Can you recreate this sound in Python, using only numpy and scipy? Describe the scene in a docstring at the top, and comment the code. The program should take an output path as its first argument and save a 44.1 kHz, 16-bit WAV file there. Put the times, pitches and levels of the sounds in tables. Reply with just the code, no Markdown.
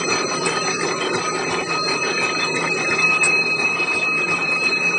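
"""In a workshop a wire machine runs at about three cycles a second, heard by a phone whose distance varies.
Driven resonance: roller rim modes and the motor hum waver as narrow-band noise, the upper modes in close pairs.
Shaped noise: dense random knocks make the rattle of frame, gears, chain, strand, barbs, guides and scraped wire;
its bands gap briefly, and short faint tones at random pitches sound during the gaps. Damped modes: guard knocks,
lever clanks and barb ticks decay as sines; each cutter stroke adds a bright noise crash and a low thud."""
import sys
import numpy as np
from scipy import signal
from scipy.fft import rfft, irfft, next_fast_len
from scipy.io import wavfile
from scipy.ndimage import uniform_filter1d

SR = 44100
rng = np.random.default_rng(int(sys.argv[2]) if len(sys.argv) > 2 else 0)


def to_wav(sig):
    """Store sig (one row per channel, or 1-D mono) as 16-bit WAV at the path in sys.argv[1].

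    Samples outside -1..1 are clipped; the rate is SR.
    """
    pcm = np.clip(np.atleast_2d(sig), -1, 1) * 32767
    pcm = np.round(pcm).astype(np.int16)
    wavfile.write(sys.argv[1], SR, pcm.T)  # frames by channels


N = 219706
T = np.arange(N) / SR  # s
FFT_LENGTH = next_fast_len(N)
TOP_HZ = 10100  # upper limit of the phone

# path of the phone: start_s, distance_m
DISTANCE = [(0, 2.52), (.6, 2.1), (1.1, 2.79), (2.0, 2.53), (2.9, 2.5), (3.5, 4.16), (3.9, 4.23),
            (4.4, 4.16), (4.98, 3.7)]
NEAR_M = 2  # every near_db holds at this distance

# rim modes of the rollers, the second mode and then the first: pitch_hz, width_hz
LOW_MODES = [(2552, 18.0), (1258, 12.0)]
# upper rim modes in close pairs: pitch_hz, width_hz
UPPER_MODES = [(4169, 6), (4192.5, 4.85), (6002, 4.5), (6031, 5.5), (7936, 3.5), (7970, 7.9)]
# slow level of the second rim mode as the phone turns to the rollers: start_s, level_db
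WHINE = [(0, -38.5), (.6, -37.5), (1.2, -41.5), (1.7, -32.5), (2.3, -28), (2.8, -26), (3.1, -15.5),
         (3.7, -20.5), (4.3, -21), (4.98, -19.5)]
# moments when that mode rings up or drops out: centre_s, change_db
THROBS = [(.054, 13.5), (.26, -7), (.471, 13), (.572, 7), (.753, 13), (.837, 5), (1.038, 8), (1.108, 14),
          (1.485, 9), (1.602, 9), (1.657, -17), (1.721, 11), (1.831, -14), (2.026, 9.5), (2.174, 7),
          (2.244, 9), (2.323, -4), (2.431, 6.5), (2.64, -44), (2.722, 10), (2.87, 4), (2.97, -14),
          (3.047, 3), (3.152, -2.5), (3.19, -14), (3.44, -16), (3.572, -14), (3.654, 4), (3.775, -15),
          (3.861, -22), (4.005, -8.5), (4.058, 0), (4.266, -14), (4.394, -16.5), (4.597, -7.5),
          (4.672, 6.5), (4.701, -15), (4.789, -9), (4.868, 8), (4.925, -11.5)]
THROB_S = 0.012
# steady ring of the first rim mode: near_db, loss_db (per doubling of distance)
FIRST_RING = (-32, 6.2)
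# steady ring of each upper mode: near_db, loss_db (per doubling of distance)
UPPER_RING = [(-38.5, 0.5), (-35.5, 8.1), (-35, 19), (-44.5, 5.6), (-49.5, 12), (-51, 4.7)]
# swells of the first rim mode, added in power to its steady ring: top_s, level_db
FIRST_SWELLS = [(1.31, -28.5), (1.78, -25.5), (2.03, -41), (2.33, -28), (3.03, -29), (3.17, -31),
                (3.88, -38), (4.11, -32.5), (4.6, -32.5)]
# such swells for each upper mode, in order: top_s, level_db
UPPER_SWELLS = [
    [(.42, -39), (.67, -30.5), (1.24, -51), (2.41, -34), (3.02, -39), (3.4, -30), (4.57, -34),
     (4.72, -28.5)],
    [(.16, -29), (1.85, -25.5), (2.11, -26.5), (2.42, -30.5), (3.4, -36), (3.57, -36), (4.96, -46)],
    [(.15, -30.5), (.7, -33), (.3, -32.5), (.9, -35.5), (1.3, -35), (2.12, -35.5), (2.97, -50), (3.34, -41),
     (3.7, -40), (4.7, -42.5), (4.88, -40)],
    [(.02, -33.5), (.85, -49), (2.01, -38), (2.44, -43), (2.95, -38.5), (3.27, -39), (4.32, -48)],
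    [(.02, -45), (1.33, -39), (2.94, -60), (3.98, -48), (4.32, -53), (4.7, -47.5)],
    [(.04, -41.5), (1.3, -55), (2.97, -49.5), (4.32, -59)],
]
SWELL_RISE_S, SWELL_FALL_S = 0.052, 0.044  # before any stretch
UPPER_SWELL_STRETCH = 1.42  # the narrow upper modes build and die more slowly
# exponent on the size of the swing: 0 steady, 1 free noise
LOW_FLUTTER, FIRST_FLUTTER, UPPER_FLUTTER = 0.25, 0.55, 0.28

HUM_HZ, HUM_WIDTH_HZ = 166, 10.2
# steady motor hum: near_db, loss_db (per doubling of distance)
HUM_LEVEL = (-39.5, 2.7)
# swells of the hum, added in power: top_s, level_db
HUM_SWELLS = [(.02, -38), (.44, -34), (.8, -39), (1.14, -40), (1.5, -38.5), (1.83, -35), (2.65, -37.5),
              (3.05, -35.5), (3.27, -39), (4.32, -32), (4.88, -34.5)]

# relative spectral density of the frame's drone: pitch_hz, level_db
BODY = [(25, -36), (45, -50), (60, -27), (90, -19.5), (130, -10), (200, -8), (350, -1), (500, -3),
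        (650, -9.5), (900, -93)]
# the same for the gears: pitch_hz, level_db
GEARS = [(480, -28), (600, -4.5), (800, -0.5), (1150, -3), (1330, -3.5), (1420, -62)]
# the same for the chain links: pitch_hz, level_db
CHAIN = [(1260, -49), (1340, 1), (1600, -6), (2050, -0.5), (2300, -2), (2650, -0.5), (2780, -60)]
# the same for the wire strand: pitch_hz, level_db
STRAND = [(2700, -34), (2800, -10), (2900, 4), (3300, -5.5), (3650, 2.5), (3800, -37.5)]
# the same for the barbs: pitch_hz, level_db
BARBS = [(3600, -30.5), (3750, 2.5), (4100, 5), (5000, -2), (6150, 0.5), (6350, -40.5)]
# the same for the guides: pitch_hz, level_db
GUIDES = [(6150, -20), (6280, 0), (6420, -14), (6800, -12), (6950, 2), (7250, 2), (7400, -25)]
# the same for wire scraping over the guides: pitch_hz, level_db
SCRAPE = [(7150, -32), (7300, -0.5), (8000, 2), (9000, -1), (9600, -23), (9800, -43.5), (10100, -46)]
# resonances of the steel frame over those densities: pitch_hz, width_hz, gain_db
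FRAME = [(246, 14, 5), (356, 16, 3), (384, 14, 8), (414, 12, 5), (451, 12, 5), (925, 20, 4), (1039, 40, 4),
         (1232, 55, 12), (1800, 60, 5), (2553, 66, 7), (2995, 35, 6), (3125, 35, 11), (4180, 60, 9),
         (6010, 50, 9)]
# rms level of each rattling part: near_db, loss_db (per doubling of distance), shake_db (at a typical stroke)
PARTS = dict(body=(-26, 4.52, 2.4), gears=(-29, 4.3, 2.5), chain=(-29, 5.2, 4.1), strand=(-38, 5.6, 2.1),
         barbs=(-36, 5.7, 4), guides=(-52.5, 5.2, 9.2), scrape=(-44, 5, 2.1))
SHAKE_S, SHAKE_LAG_S = 0.033, 0.0051
# brief gaps in bands of the rattle, with typical falls that scatter by band: centre_s, half_length_s,
# gears_and_chain_db, strand_barbs_and_guides_db, scrape_db
GAPS = [(.07, .035, 10, 30, 14), (.265, .03, 12, 24, 6), (.405, .03, 14, 24, 8), (.615, .03, 14, 22, 5),
        (.785, .05, 22, 30, 8), (.965, .03, 14, 20, 14), (1.135, .048, 18, 28, 6), (1.32, .03, 22, 22, 6),
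        (1.478, .03, 10, 32, 22), (1.66, .03, 26, 24, 18), (1.84, .05, 16, 34, 10), (2.01, .035, 16, 28, 6),
        (2.17, .045, 12, 30, 26), (2.355, .03, 14, 22, 10), (2.53, .055, 24, 32, 16),
        (2.73, .045, 20, 30, 20), (2.88, .042, 12, 28, 14), (3.07, .04, 12, 20, 8), (3.2, .025, 8, 16, 6),
        (3.39, .06, 5, 18, 8), (3.55, .03, 10, 12, 8), (3.74, .03, 6, 10, 14), (3.98, .025, 7, 3, 2),
        (4.115, .045, 11, 26, 16), (4.26, .03, 17, 14, 5), (4.48, .05, 4, 24, 12), (4.6, .03, 14, 8, 6),
        (4.77, .05, 6, 26, 12), (4.955, .03, 18, 30, 8)]
# chance that a band of each part keeps its level through a gap: probability
KEEPS_LEVEL = dict(gears=.3, chain=.2, strand=.03, barbs=.25, guides=.25, scrape=.45)
# longer drops in level of the 2.7-3.8 kHz noise: centre_s, fall_db
STRAND_DROPS = [(3.05, 10), (3.36, 22), (3.48, 22), (3.6, 22), (4.14, 14), (4.53, 12), (4.8, 14),
                (4.92, 14)]
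STRAND_DROP_S = 0.07

# modes of the sheet guard: pitch_hz, t60_s
GUARD = [(760, .06), (930, .07), (1090, .07), (1480, .05), (1790, .06), (1990, .03), (2260, .04)]
KNOCKS_PER_S = 45
# rms level of the guard knocks: near_db, loss_db (per doubling of distance)
KNOCK_LEVEL = (-36.5, 4.1)

# single clanks of the lever, before a common trim: start_s, level_db
CLANKS = [(0.0343, -12), (.111, -14), (.218, -17), (0.6915, -11), (0.8093, -10), (.92, -30), (1.089, -15),
          (1.1478, -13), (1.446, -13), (1.6701, -19), (1.8781, -14), (2.031, -15), (2.174, -16),
          (2.291, -10.5), (2.401, -16), (2.564, -10), (2.6736, -7), (2.846, -9.5), (2.909, -6),
          (2.986, -10), (3.2256, -13), (3.9287, -16), (4.2852, -20), (4.6628, -20.5), (4.779, -20)]
# modes of the lever: pitch_hz, level_db, t60_s
LEVER = [(1810, -1.5, 0.04), (2073, -1.5, 0.05)]
CLANK_TRIM_DB = -5.0

TONE_LOW_HZ, TONE_HIGH_HZ, TONE_T60_S, TONE_LAG_S = 650, 5800, 0.12, 0.02
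# upper limit of a faint tone at 1 kHz: near_db, loss_db (per doubling of distance), tilt_db (lost per octave)
TONE_LEVEL = (-24, 3.9, 3.1)

# cutter strokes, before the two gains below: stroke_s, crash_db, thud_db, shake (1 = typical)
CUTS = [(0.1067, -34, -35.5, 1.4), (0.465, -24, -39, 0.72), (0.818, -29, -43, 1.1), (1.148, -26.5, -35, 2),
        (1.5113, -29.5, -36, 0.48), (1.887, -54, -39, 1.2), (2.23, -42, -38, 0.99),
        (2.556, -31, -60.5, 1.2), (2.906, -54, -39, 1.2), (3.249, -25, -41.5, 0.57),
        (3.6066, -35, -49, 0.67), (3.9513, -32, -38, 0.91), (4.3044, -40, -37.5, 0.79),
        (4.64, -31, -47, 0.42)]
CRASH_GAIN_DB, THUD_GAIN_DB = 10.0, 6.0
# relative spectral density of the crash: pitch_hz, level_db
CRASH = [(500, -23), (1300, -5), (2300, -5), (2700, -22), (3600, -22), (4000, -3), (5500, -5), (6600, -12),
         (7400, -2), (8200, 4.5), (9400, -10), (9700, -40)]
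STROKE_LEAD_S, STROKE_RISE_S = 0.022, 0.022

# ticks of a barb on a guide, before a common trim: start_s, level_db, pitch_hz
TICKS = [(.469, -35, 4650), (1.26, -30, 3170), (2.57, -29, 4840), (.611, -34, 7460), (1.148, -29, 7320),
         (2.554, -24, 8030), (3.066, -32, 8800), (2.715, -24, 4830), (2.849, -35, 4400), (2.904, -25, 5130),
         (3.957, -24, 5050), (4.215, -26, 3380), (4.309, -28, 5140)]
TICK_TRIM_DB, TICK_T60_S, TICK_RISE_S = -2.5, 0.04, 0.003


def undb(db):
    """Decibel law: amplitude ratio of a level in dB."""
    return 10 ** (np.asarray(db) / 20)


def unit(x):
    """Normalisation: scale a signal to an rms of 1."""
    return x / np.sqrt(np.mean(x ** 2))


def columns(table):
    """Linear interpolation: each column after the time, drawn out over all samples."""
    s, *values = np.transpose(table)
    return [np.interp(T, s, c) for c in values]


def bumps(table, width_s, lag_s=0):
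    """Superposition: a Gaussian bell at each row's time, summed for every column."""
    s, *values = np.transpose(table)
    return np.array(values) @ np.exp(-((T - lag_s - s[:, None]) / width_s) ** 2)


def heard(near_db, loss_db):
    """Distance law: a part loses a fixed number of dB per doubling of distance."""
    return undb(near_db - loss_db * np.log2(columns(DISTANCE)[0] / NEAR_M))


def swelling(steady, swells, stretch=1):
    """Power addition: a steady level joined by bell-shaped swells, slightly longer up than down."""
    s, db = np.transpose(swells)
    off_s = (T - s[:, None]) / stretch
    bells = np.exp(-(off_s / np.where(off_s < 0, SWELL_RISE_S, SWELL_FALL_S)) ** 2)
    swell_power = (undb(db)[:, None] ** 2 * bells).sum(axis=0)
    return np.sqrt(heard(*steady) ** 2 + swell_power)


def ring(hz, width_hz, flutter):
    """Random excitation of a resonance: phase wanders and size flutters as low-passed complex noise."""
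    pole = np.exp(-2 * np.pi * width_hz / SR)
    swing = rng.standard_normal(N + SR) + 1j * rng.standard_normal(N + SR)  # a second's run-up
    swing = signal.lfilter([1], np.poly([pole, pole]), swing)
    swing = swing * (np.abs(swing) + 1e-9) ** (np.clip(flutter, 0, 1) - 1)
    swing = signal.lfilter([1], np.poly([pole ** 4, pole ** 4]), swing)  # smooths the compressed swing
    return unit((swing[SR:] * np.exp(2j * np.pi * hz * T)).real)


def rollers():
    """Modal superposition: thick steel rollers ring on their rim modes, each at its own level."""
    whine = undb(columns(WHINE)[0] + bumps(THROBS, THROB_S)[0])
    levels = whine, swelling(FIRST_RING, FIRST_SWELLS)
    low = sum(gain * ring(hz, width_hz, flutter)
              for (hz, width_hz), gain, flutter in zip(LOW_MODES, levels, (LOW_FLUTTER, FIRST_FLUTTER)))
    high = sum(swelling(steady, swells, UPPER_SWELL_STRETCH) * ring(hz, width_hz, UPPER_FLUTTER)
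               for (hz, width_hz), steady, swells in zip(UPPER_MODES, UPPER_RING, UPPER_SWELLS))
    return low + high


def motor():
    """Narrow-band noise: a wavering motor hum carried through the frame."""
    return swelling(HUM_LEVEL, HUM_SWELLS) * ring(HUM_HZ, HUM_WIDTH_HZ, flutter=0.45)


def walk(rate):
    """Random modulation: levels held 1 / rate s and smoothed twice, with an rms of 1."""
    hold = int(SR / rate)
    steps = np.repeat(rng.standard_normal(N // hold + 1), hold)
    return unit(uniform_filter1d(uniform_filter1d(steps, hold), hold)[:N])


def gap_fall(column, part, shift_s=0.013, scatter=0.4):
    """Amplitude modulation: fall in dB of one band at the gaps, with random depth and timing."""
    s, half_s, *fall_db = np.transpose(GAPS)
    size, shift = rng.standard_normal((len(s), 2)).T
    falls = rng.random(len(s)) > KEEPS_LEVEL[part]
    depth_db = fall_db[column] * falls * np.maximum(1 + scatter * size, 0)
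    coarse_s = T[::128]
    dips = np.exp(-((coarse_s - (s + shift_s * shift)[:, None]) / half_s[:, None]) ** 4)
    return np.interp(T, coarse_s, depth_db @ dips)


def grains(rate, scatter_db, tail_s):
    """Shot noise: dense random knocks of uneven size, each a short burst, over a faint steady noise."""
    blows = (rng.random(N) < rate / SR) * undb(scatter_db * rng.standard_normal(N))
    power = signal.lfilter([1], [1, -np.exp(-1 / (tail_s * SR))], blows ** 2)
    return np.sqrt(power / power.mean() + 0.021) * rng.standard_normal(N)


def colour(x, shape, peaks=(), gaps=None, patchy_db=0, count=1):
    """Spectral filtering: shape and resonances, in count bands that each flicker and gap alone; rms 1."""
    hz = np.maximum(np.fft.rfftfreq(FFT_LENGTH, 1 / SR), 1)
    points_hz, points_db = np.transpose(shape)
    gain = undb(np.interp(np.log(hz), np.log(points_hz), points_db))
    for centre_hz, width_hz, db in peaks:
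        gain = gain * undb(db / (1 + (2 * (hz - centre_hz) / width_hz) ** 2))
    # bands of equal width in log frequency
    place = np.log(hz / points_hz[0]) / np.log(points_hz[-1] / points_hz[0])
    band = np.clip(count * place, 0, count - 1).astype(int)
    spectrum = rfft(x, FFT_LENGTH) * gain
    out = np.zeros(N)
    for k in range(count):
        sound = irfft(spectrum * (band == k), FFT_LENGTH)[:N]
        fall_db = 0 if gaps is None else gap_fall(*gaps)
        out += sound * undb(patchy_db * walk(18) - fall_db)
    return unit(out)


def rattle():
    """Resonant filtering of shot noise: frame, gears, chain, strand, barbs, guides and scraped wire."""
    parts = dict(
        body=colour(grains(900, 0.5, 0.008), BODY, FRAME, patchy_db=1.17, count=6),
        gears=colour(grains(720, 2.3, 0.017), GEARS, FRAME, (0, "gears"), patchy_db=2, count=9),
        chain=colour(grains(400, 3.25, 0.0043), CHAIN, FRAME, (0, "chain"), patchy_db=3, count=11),
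        strand=colour(grains(700, 4, 0.005), STRAND, FRAME, (1, "strand"), patchy_db=6, count=6),
        barbs=colour(grains(700, 5.2, 0.0049), BARBS, FRAME, (1, "barbs"), patchy_db=4, count=10),
        guides=colour(grains(630, 3.6, 0.003), GUIDES, (), (1, "guides"), patchy_db=6, count=4),
        scrape=colour(grains(630, 3.6, 0.003), SCRAPE, (), (2, "scrape"), patchy_db=3.5, count=7))
    parts["strand"] = parts["strand"] * undb(-bumps(STRAND_DROPS, STRAND_DROP_S)[0])
    shake = bumps(CUTS, SHAKE_S, SHAKE_LAG_S)[-1]  # each stroke shakes the loose parts
    out = np.zeros(N)
    for name, (near_db, loss_db, shake_db) in PARTS.items():
        out += parts[name] * heard(near_db + shake_db * shake, loss_db)
    return out


def knocks(scatter_db=6.5):
    """Impulse response: links knock on a sheet guard, each blow ringing its modes in another mix."""
    at = np.flatnonzero(rng.random(N) < KNOCKS_PER_S / SR)
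    size_db = scatter_db * np.clip(rng.standard_normal(len(at)), -2, 1)
    size = undb(size_db - gap_fall(0, "chain")[at])
    out = np.zeros(N)
    for hz, t60 in GUARD:
        blows = np.zeros(N)
        blows[at] = size * rng.standard_normal(len(at))
        pole = np.exp(2j * np.pi * hz / SR - np.log(1000) / (t60 * SR))
        mode = signal.lfilter([1], np.poly([pole, pole.conjugate()]).real, blows)
        out += mode * np.sin(2 * np.pi * hz / SR)  # evens out the gain between pitches
    return heard(*KNOCK_LEVEL) * unit(out)


def lever(rise_s=0.002):
    """Free damped vibration: each clank rings two modes of the lever that die exponentially."""
    out = np.zeros(N)
    phases = 2 * np.pi * rng.random((len(CLANKS), len(LEVER)))
    for (s, db), phase in zip(CLANKS, phases):
        age = np.maximum(T - s, 0)
        rise = 1 - np.exp(-age / rise_s)
        for (hz, mode_db, t60), p in zip(LEVER, phase):
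            decay = undb(db + mode_db + CLANK_TRIM_DB - 60 * age / t60)
            out += decay * rise * np.sin(2 * np.pi * hz * age + p)
    return out


def faint_tones(count=11, rise_s=0.012):
    """Exponential decay: short faint tones at random pitches start during the gaps."""
    near_db, loss_db, tilt_db = TONE_LEVEL
    out = np.zeros(N)
    draws = rng.random((len(GAPS), 3, count, 1))
    for (s, half_s, *_), (pitch, late, size) in zip(GAPS, draws):
        start = max(int((s - half_s) * SR), 0)
        span = slice(start, int((s + half_s + 2 * TONE_T60_S) * SR))
        hz = TONE_LOW_HZ * (TONE_HIGH_HZ / TONE_LOW_HZ) ** pitch
        age = np.maximum(T[span] - (s - half_s + TONE_LAG_S + 2 * half_s * late), 0)
        decay = undb(-tilt_db * np.log2(hz / 1000) - 10 * size - 60 * age / TONE_T60_S)
        rise = 1 - np.exp(-(age / rise_s) ** 2)
        out[span] += (decay * rise * np.sin(2 * np.pi * hz * age)).sum(axis=0)
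    return heard(near_db, loss_db) * out


def cutter(crash_t60=0.14, thud_t60=0.29, thud_hz=112, deep_hz=72, deep_db=-9):
    """Impact: each stroke gives a blunt bright noise crash and a two-mode thud in the bed plate."""
    crash, thud = np.zeros(N), np.zeros(N)
    for s, crash_db, thud_db, _ in CUTS:
        age = np.maximum(T - s + STROKE_LEAD_S, 0)
        rise = 1 - np.exp(-(age / STROKE_RISE_S) ** 2)
        crash += undb(crash_db - 60 * age / crash_t60) * rise
        tone = np.sin(2 * np.pi * thud_hz * age) + undb(deep_db) * np.sin(2 * np.pi * deep_hz * age)
        thud += undb(thud_db - 60 * age / thud_t60) * rise * tone
    clatter = colour(grains(500, 4, 0.004), CRASH, patchy_db=6, count=24)
    return undb(CRASH_GAIN_DB) * crash * clatter + undb(THUD_GAIN_DB) * thud


def ticks(spread=0.046):
    """Free damped vibration: each barb tick rings three short modes near its pitch."""
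    out = np.zeros(N)
    for (s, db, hz), off in zip(TICKS, rng.standard_normal((len(TICKS), 3))):
        age = np.maximum(T - s, 0)
        envelope = undb(db + TICK_TRIM_DB - 60 * age / TICK_T60_S) * (1 - np.exp(-age / TICK_RISE_S))
        modes_hz = hz * (1 + spread * off)[:, None]
        out += envelope * np.sin(2 * np.pi * modes_hz * age).sum(axis=0)
    return out


def scene():
    """Linear superposition: all layers sum into one channel."""
    steady = rollers() + motor() + rattle()
    short = knocks() + lever() + faint_tones() + cutter() + ticks()
    return (steady + short)[None]


def record(dry):
    """Band limiting: the phone cuts the top with a steep elliptic low-pass."""
    return signal.sosfilt(signal.ellip(12, 0.2, 90, TOP_HZ, fs=SR, output="sos"), dry)


dry = scene()
out = record(dry)
to_wav(out)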